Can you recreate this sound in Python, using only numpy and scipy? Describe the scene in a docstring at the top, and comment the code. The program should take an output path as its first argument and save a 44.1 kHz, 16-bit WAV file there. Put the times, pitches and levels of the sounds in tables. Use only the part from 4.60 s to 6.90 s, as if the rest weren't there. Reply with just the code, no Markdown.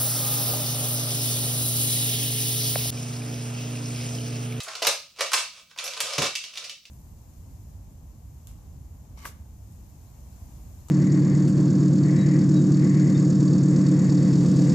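"""Ice in a metal vessel at a bar counter, close to a stereo pair of microphones in a small, hard room.
Over faint room air, the cubes crunch and knock from the start, each knock a short rattle that rings the
metal. They grind along the wall and crack loudly near 0.25 s, then again from 0.6 to 0.75 s.
After a lull one cube squeaks, more knocks follow, and near 1.6 s a heavy bump thuds through the counter.
Small pieces settle with light ticks to the end."""
import sys
import numpy as np
from scipy import signal
from scipy.fft import rfft, irfft, next_fast_len
from scipy.io import wavfile
from scipy.ndimage import uniform_filter1d

SR = 44100
rng = np.random.default_rng(int(sys.argv[2]) if len(sys.argv) > 2 else 0)


def materialize(psi):
    """Save the field psi as 16-bit PCM at rate SR to the path in sys.argv[1].

    A 1-D psi becomes a single channel; in a 2-D psi each row is a channel.
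    """
    bounded = np.clip(np.atleast_2d(psi).T, -1, 1)
    quanta = np.round(bounded * 32767).astype(np.int16)
    wavfile.write(sys.argv[1], SR, quanta)


N = 101429


def amp(db):
    """Decibels to gain."""
    return 10 ** (np.asarray(db) / 20)


def unit(x):
    """Scales to rms 1."""
    return x / np.sqrt(np.mean(x ** 2) + 1e-20)


def read(points, hz):
    """Reads a table on a log-frequency axis."""
    f, value = np.transpose(points)
    return np.interp(np.log(hz + 1), np.log(f + 1), value)


def add(mix, start, sound):
    """Mixes a sound in at a start time in seconds."""
    part = mix[max(round(start * SR), 0):][:len(sound)]
    part += sound[:len(part)]


def colour(x, points):
    """Causal filter with the given dB curve."""
    log_gain = np.log(amp(read(points, abs(np.fft.fftfreq(4096, 1 / SR)))))
    taps = np.fft.ifft(np.exp(np.conj(signal.hilbert(log_gain)))).real
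    return signal.fftconvolve(x, taps[:len(taps) // 2])[:len(x)]


def band_pass(x, band_hz):
    """Keeps one band of a sound."""
    edges = np.clip(band_hz, 50, SR / 2 - 100)
    return signal.sosfilt(signal.butter(3, edges, "band", fs=SR, output="sos"), x)


def pair(a, b, likeness):
    """Left and right from two unrelated signals, alike by the given table."""
    size = next_fast_len(len(a), True)
    same = np.clip(read(likeness, np.fft.rfftfreq(size, 1 / SR)), -1, 1)
    mid = rfft(a, size) * np.sqrt((1 + same) / 2)
    side = rfft(b, size) * np.sqrt((1 - same) / 2)
    return irfft(np.array([mid + side, mid - side]), size)[:, :len(a)]


def clicks(size, per_s, spread_db):
    """Random clicks: many small, a few large."""
    heights = amp(spread_db * np.minimum(rng.exponential(1, size), 4))
    return heights * rng.choice([-1, 1], size) * (rng.random(size) < per_s / SR)


def strike(t, rise_s, t60, hold_s=0):
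    """Envelope of a blow: a quick rise, then a fall of 60 dB in t60 seconds."""
    return np.minimum(t / rise_s, 1) * np.exp(-np.log(1000) * np.maximum(t - hold_s, 0) / t60)


# The quiet room around the microphones. Each row: frequency in Hz, relative level in dB.
AIR_COLOUR = [(20, -10.5), (55, 2), (150, 4), (280, -3.5), (600, -17), (2000, -65), (8000, -27),
              (16000, -6.5)]
# The room across the two microphones. Each row: frequency in Hz, left-right likeness from 0 to 1.
ROOM_LIKENESS = [(160, .98), (350, .65), (1500, .62), (3000, .62), (6000, .25), (12000, 0)]


def air(level_db=-63.5, swell_db=1.5, swell_s=0.076):
    """The faint rumble and hiss of the room, wavering a little."""
    size = next_fast_len(N, True)
    hz = np.fft.rfftfreq(size, 1 / SR)
    noise = irfft(rfft(rng.standard_normal((2, size))) * amp(read(AIR_COLOUR, hz)), size)
    swell = unit(irfft(rfft(rng.standard_normal(size)) * np.exp(-(hz * swell_s) ** 2), size))
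    return amp(level_db) * unit(pair(*noise, ROOM_LIKENESS) * amp(swell_db * swell))[:, :N]


# Ice shifting in the vessel. Each row: time in seconds, level in dB.
CRUNCH_LEVELS = [(0, -41.5), (0.059, -50.5), (.1, -44.5), (.2, -52), (0.302, -36), (.4, -60.5),
                 (0.548, -58.5), (0.615, -37), (.68, -52), (.8, -47), (.87, -61), (0.989, -54),
                 (1.049, -66.5), (1.15, -58), (1.202, -38.5), (1.35, -43), (1.43, -37.5), (1.56, -33.5),
                 (1.648, -39.5), (1.7, -76), (1.82, -56), (1.91, -58), (2.001, -40.5), (2.12, -63),
                 (2.17, -80), (2.23, -66), (2.3, -77)]
# Its grains from close by. Each row: frequency in Hz, relative level in dB.
GRAIN_COLOUR = [(100, -39.5), (350, -21.5), (490, 4), (660, 0.5), (820, -6.5), (1250, 6), (1750, -5),
                (2600, 3.5), (5700, 0), (7800, -8), (10500, -11), (16000, -37.5)]


def crunch(clump_db=5, clump_s=0.008, pressed_db=-48):
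    """Cubes catch and slip on each other in clumps of fine grains; the low body comes with pressure."""
    level_db = np.interp(np.arange(N) / SR, *np.transpose(CRUNCH_LEVELS))
    clumps = unit(signal.lfilter([1], [1, -np.exp(-1 / (clump_s * SR))], rng.standard_normal(N)))
    slips = clicks(N, per_s=1400, spread_db=0.5) * amp(clump_db * clumps)
    grains = unit(colour(slips, GRAIN_COLOUR))
    body = signal.sosfiltfilt(signal.butter(3, 2000, fs=SR, output="sos"), grains)
    body_gain = amp(0.7 * np.minimum(level_db - pressed_db, 0))
    return amp(level_db) * (grains - body + body * body_gain)


# The ice's four bands: hollow, knock, clink, snap. Each row: low edge in Hz, high edge in Hz.
ICE_BANDS = [(400, 887), (850, 1970), (2150, 5000), (7500, 21500)]
# How those bands die away. Each row: t60 in seconds, trim in dB.
BAND_DECAYS = [(0.076, -6), (0.047, -4.5), (0.062, -1.5), (0.05, 0)]


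def rattle(levels_db, hard_snap_db=-20, fizz_hz=(12000, 15800)):
    """One burst of tiny fractures and contacts; a hard crack also splinters into a high fizz."""
    t, out = np.arange(SR // 10) / SR, 0
    snap_db = levels_db[-1]
    fizz_db = snap_db - 13 + 1.8 * max(snap_db - hard_snap_db, 0)
    chips = unit(clicks(len(t), per_s=3000, spread_db=2)) + 0.8 * rng.standard_normal(len(t))
    decays = BAND_DECAYS + BAND_DECAYS[-1:]  # the fizz dies like the snap
    for band, db, (t60, trim_db) in zip(ICE_BANDS + [fizz_hz], [*levels_db, fizz_db], decays):
        fade = strike(t, rise_s=0.00041, t60=t60, hold_s=0.0015)
        out += amp(db + trim_db) * np.std(fade) * unit(band_pass(chips * fade, band))
    return out


# Knocks in the vessel. Each row: start in seconds, then hollow, knock, clink and snap levels in dB.
ICE_KNOCKS = [(.003, -50, -36.5, -33, -35.5), (.032, -68, -52, -70, -33.5), (.082, -42, -36, -36, -41),
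              (.152, -39, -34.5, -31.5, -39.5), (.219, -24.5, -29, -29.5, -38),
              (0.2234, -30, -29, -23.5, -28.5), (.248, -22.5, -21.5, -24, -31.5),
              (.2685, -19, -17, -18.5, -16), (0.2733, -37, -26, -19, -56), (.607, -22.5, -18.5, -21.5, -25),
              (0.7176, -41, -25.5, -30, -31.5), (0.7321, -41, -18, -20.5, -19.5),
              (.738, -29, -16, -20, -22.5), (.777, -36, -37, -29.5, -43), (1.11, -66, -47.5, -51.5, -80),
              (1.161, -48.5, -42.5, -53, -57), (1.176, -48, -42, -41, -46), (1.24, -40, -48, -36, -30),
              (1.4031, -30.5, -25.5, -22.5, -20), (1.534, -33.5, -34, -28.5, -37),
              (1.58, -21, -23.5, -24.5, -30.5), (1.5836, -30, -25.5, -25, -31.5),
              (1.619, -21, -20, -21.5, -26.5), (1.753, -65, -41.5, -24.5, -31.5)]
# Knocks, scrapes and ticks from close by. Each row: frequency in Hz, gain in dB.
ICE_TONE = [(300, -2), (560, 0), (800, -4), (1200, 3), (1750, -3.5), (2700, 1.5), (4000, 0.5), (6200, 7),
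            (8000, 1.5), (10500, 1), (12500, -6.5), (15500, -16)]


def knocks():
    """Cubes crack and knock against each other, one short rattle each time."""
    out = np.zeros(N)
    for start, *levels_db in ICE_KNOCKS:
        add(out, start, rattle(levels_db))
    return colour(out, ICE_TONE)


# Modes of the metal wall. Each row: frequency in Hz, gain in dB, t60 in seconds.
WALL_MODES = [(571, -1.5, .17), (624, 0, .18), (668, 0, .2), (1036, 1, .22), (1237, -1, .2), (1527, 0, .18),
              (2274, 1, .3), (2638, 2, .22), (2898, 3, .26), (3656, 2, .3), (3858, 1, .25), (5163, 1, .28)]


def vessel(ice, ring_db=0.5):
    """The metal wall rings along with the ice."""
    t, ring = np.arange(SR // 2) / SR, 0
    for hz, db, t60 in WALL_MODES:
        damping = np.log(1000) / t60
        ring += amp(db) * 2 * damping / SR * np.exp(-damping * t) * np.cos(2 * np.pi * hz * t)
    return ice + amp(ring_db) * signal.fftconvolve(ice, ring)[:N]


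# Notes of a cube or the wall. Each row: start in seconds, pitch in Hz, level in dB, t60 in seconds.
CLINK_NOTES = [(.003, 2570, -41.5, 0.19), (.003, 3871, -34, 0.086), (.076, 650, -37, 0.16),
               (.219, 662, -26, 0.15), (.27, 568, -28, 0.3), (.27, 2272, -30, .16), (.27, 2636, -27, .17),
               (.27, 3862, -26, .21), (.607, 525, -21, .035), (.734, 1028, -28, .13),
               (1.406, 2630, -35, 0.079), (1.755, 2700, -32.5, .18), (1.755, 2733, -35, 0.39)]


def clinks(right_db=-1.5):
    """Depending on where it lands, a blow leaves clear notes ringing, a little left of centre."""
    t, out = np.arange(SR // 3) / SR, np.zeros(N)
    for start, hz, db, t60 in CLINK_NOTES:
        add(out, start, amp(db) * strike(t, rise_s=0.0015, t60=t60) * np.sin(2 * np.pi * hz * t))
    return band_pass(out, band_hz=(420, 8000)) * amp([[0], [right_db]])


# Ice on the wall. Each row: start and length in seconds, then hollow, knock, clink and snap levels in dB.
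WALL_SCRAPES = [(.055, 0.058, -54, -42.5, -49, -58.5), (0.585, 0.023, -39.5, -39.5, -41, -45.5),
                (.755, 0.063, -51.5, -38.5, -33, -37.5), (1.622, .055, -42.5, -36.5, -32.5, -39)]


def scrapes():
    """A cube grinds along the wall: dense, even grains that swell and ebb with no sharp attack."""
    out = np.zeros(N)
    for start, length, *levels_db in WALL_SCRAPES:
        t = np.arange(0, length, 1 / SR)
        grains = clicks(SR, per_s=6000, spread_db=0.5)[:len(t)]
        for band, db in zip(ICE_BANDS, levels_db):
            add(out, start, amp(db) * np.sin(np.pi * t / length) * unit(band_pass(grains, band)))
    return colour(out, ICE_TONE)


# Soft and heavy bumps on the counter. Each row: start in seconds, level in dB.
BUMPS = [(0.268, -48.5), (1.421, -54.5), (1.581, -27.5), (1.62, -37.5), (1.654, -51)]
# The body of the counter. Each row: frequency in Hz, relative level in dB.
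COUNTER_COLOUR = [(25, -36), (60, -17), (90, -9), (130, 1.5), (200, -5.5), (320, -4), (450, -6),
                  (1000, -46), (4000, -102)]


def thuds():
    """Bumps shake the counter with a short, dull rumble."""
    t, out = np.arange(SR // 5) / SR, np.zeros(N)
    fade = strike(t, rise_s=0.0023, t60=0.18)
    for start, db in BUMPS:
        rumble = colour(rng.standard_normal(len(t)) * fade, COUNTER_COLOUR)
        add(out, start, amp(db) * rumble * np.linalg.norm(fade) / np.linalg.norm(rumble))
    return out


# Small pieces in the vessel. Each row: start in seconds, level in dB.
SETTLING_TICKS = [(.592, -37.5), (.66, -32), (1.186, -28), (1.277, -31), (1.334, -33), (1.505, -40),
                  (1.469, -31.5), (1.663, -27.5), (1.838, -33), (1.935, -42), (1.954, -39), (1.973, -29.5),
                  (2.041, -34.5), (2.095, -33), (2.253, -44.5)]


def ticks(band_offsets_db=(-18.5, -13, 0.5, -9.5)):
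    """Small pieces settle with light rattles, strongest in the clink band."""
    out = np.zeros(N)
    for start, db in SETTLING_TICKS:
        add(out, start, rattle(db + np.array(band_offsets_db)))
    return colour(out, ICE_TONE)


def squeak(start_s=1.238, length_s=0.038, start_hz=5100, glide_hz_per_s=33000, db=-36, octave_db=-4.5):
    """Ice under load sticks and slips ever faster: a rough, rising chirp with its octave."""
    t, out = np.arange(0, length_s, 1 / SR), np.zeros(N)
    jitter = unit(uniform_filter1d(rng.standard_normal(SR // 4), size=10))[:len(t)]
    hz = (start_hz + glide_hz_per_s * t) * (1 + 0.06 * jitter)
    phase = 2 * np.pi * np.cumsum(hz) / SR
    swell = np.sqrt(abs(np.sin(np.pi * t / length_s)))
    add(out, start_s, amp(db) * swell * (np.sin(phase) + amp(octave_db) * np.sin(2 * phase)))
    return out


# The small, hard room around the counter. Each row: frequency in Hz, t60 in seconds.
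ROOM_DECAY = [(100, 0.084), (250, 0.16), (700, 0.27), (1700, 0.3), (4500, 0.41), (8000, 0.29),
              (14000, 0.27)]
# Its echoes at the microphones. Each row: frequency in Hz, gain in dB.
ROOM_COLOUR = [(120, -1.5), (600, 2), (1700, 0.5), (4500, 0), (8000, 5), (14000, -5.5)]


def room_tail(rise_s=0.0082):
    """A stereo tail of dense echoes, each band dying at its own speed."""
    hz, t, noise = signal.stft(rng.standard_normal((2, SR // 2)), SR, nperseg=256)
    damping = np.log(1000) / read(ROOM_DECAY, hz)[:, None]
    fade = np.exp(-damping * t) * np.sqrt(2 * damping / SR)
    tail = signal.istft(noise * fade * amp(read(ROOM_COLOUR, hz))[:, None], SR, nperseg=256)[1]
    rise = np.minimum(np.arange(tail.shape[1]) / SR / rise_s, 1)
    return pair(*tail, ROOM_LIKENESS) * rise


# Direct sound across the microphones. Each row: frequency in Hz, left-right likeness from 0 to 1.
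DIRECT_LIKENESS = [(200, 1), (3000, .95), (6000, .8), (9000, .6), (13000, 0)]


def microphones(x, tails=3, cycle_s=0.03, left_db=-0.5, right_db=0.5):
    """Direct sound, scattered a little between the microphones, and three room tails."""
    scatter = irfft(np.exp(1j * np.angle(rfft(rng.standard_normal(128)))))  # random phase, flat level
    out = pair(x, signal.fftconvolve(x, scatter)[:N], DIRECT_LIKENESS)
    for k in range(tails):  # the tails are fed in turn in a steady cycle, smoothing the echo
        share = np.sqrt(2 / tails) * np.cos(np.pi * (np.arange(N) / SR / cycle_s + k / tails))
        out += signal.fftconvolve((x * share)[None], room_tail(), axes=1)[:, :N]
    return out * amp([[left_db], [right_db]])


def scene():
    """Ice, metal and room, heard from beside the counter."""
    ice = knocks() + ticks() + scrapes() + crunch()
    return microphones(vessel(ice) + squeak() + thuds()) + clinks() + air()


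def record(dry, edge_hz=16450):
    """The recorder's band limit cuts the highest treble."""
    low_pass = signal.firwin(255, edge_hz, window=("kaiser", 8), fs=SR)
    return signal.oaconvolve(dry, low_pass[None], "same")


dry = scene()
out = record(dry)
materialize(out)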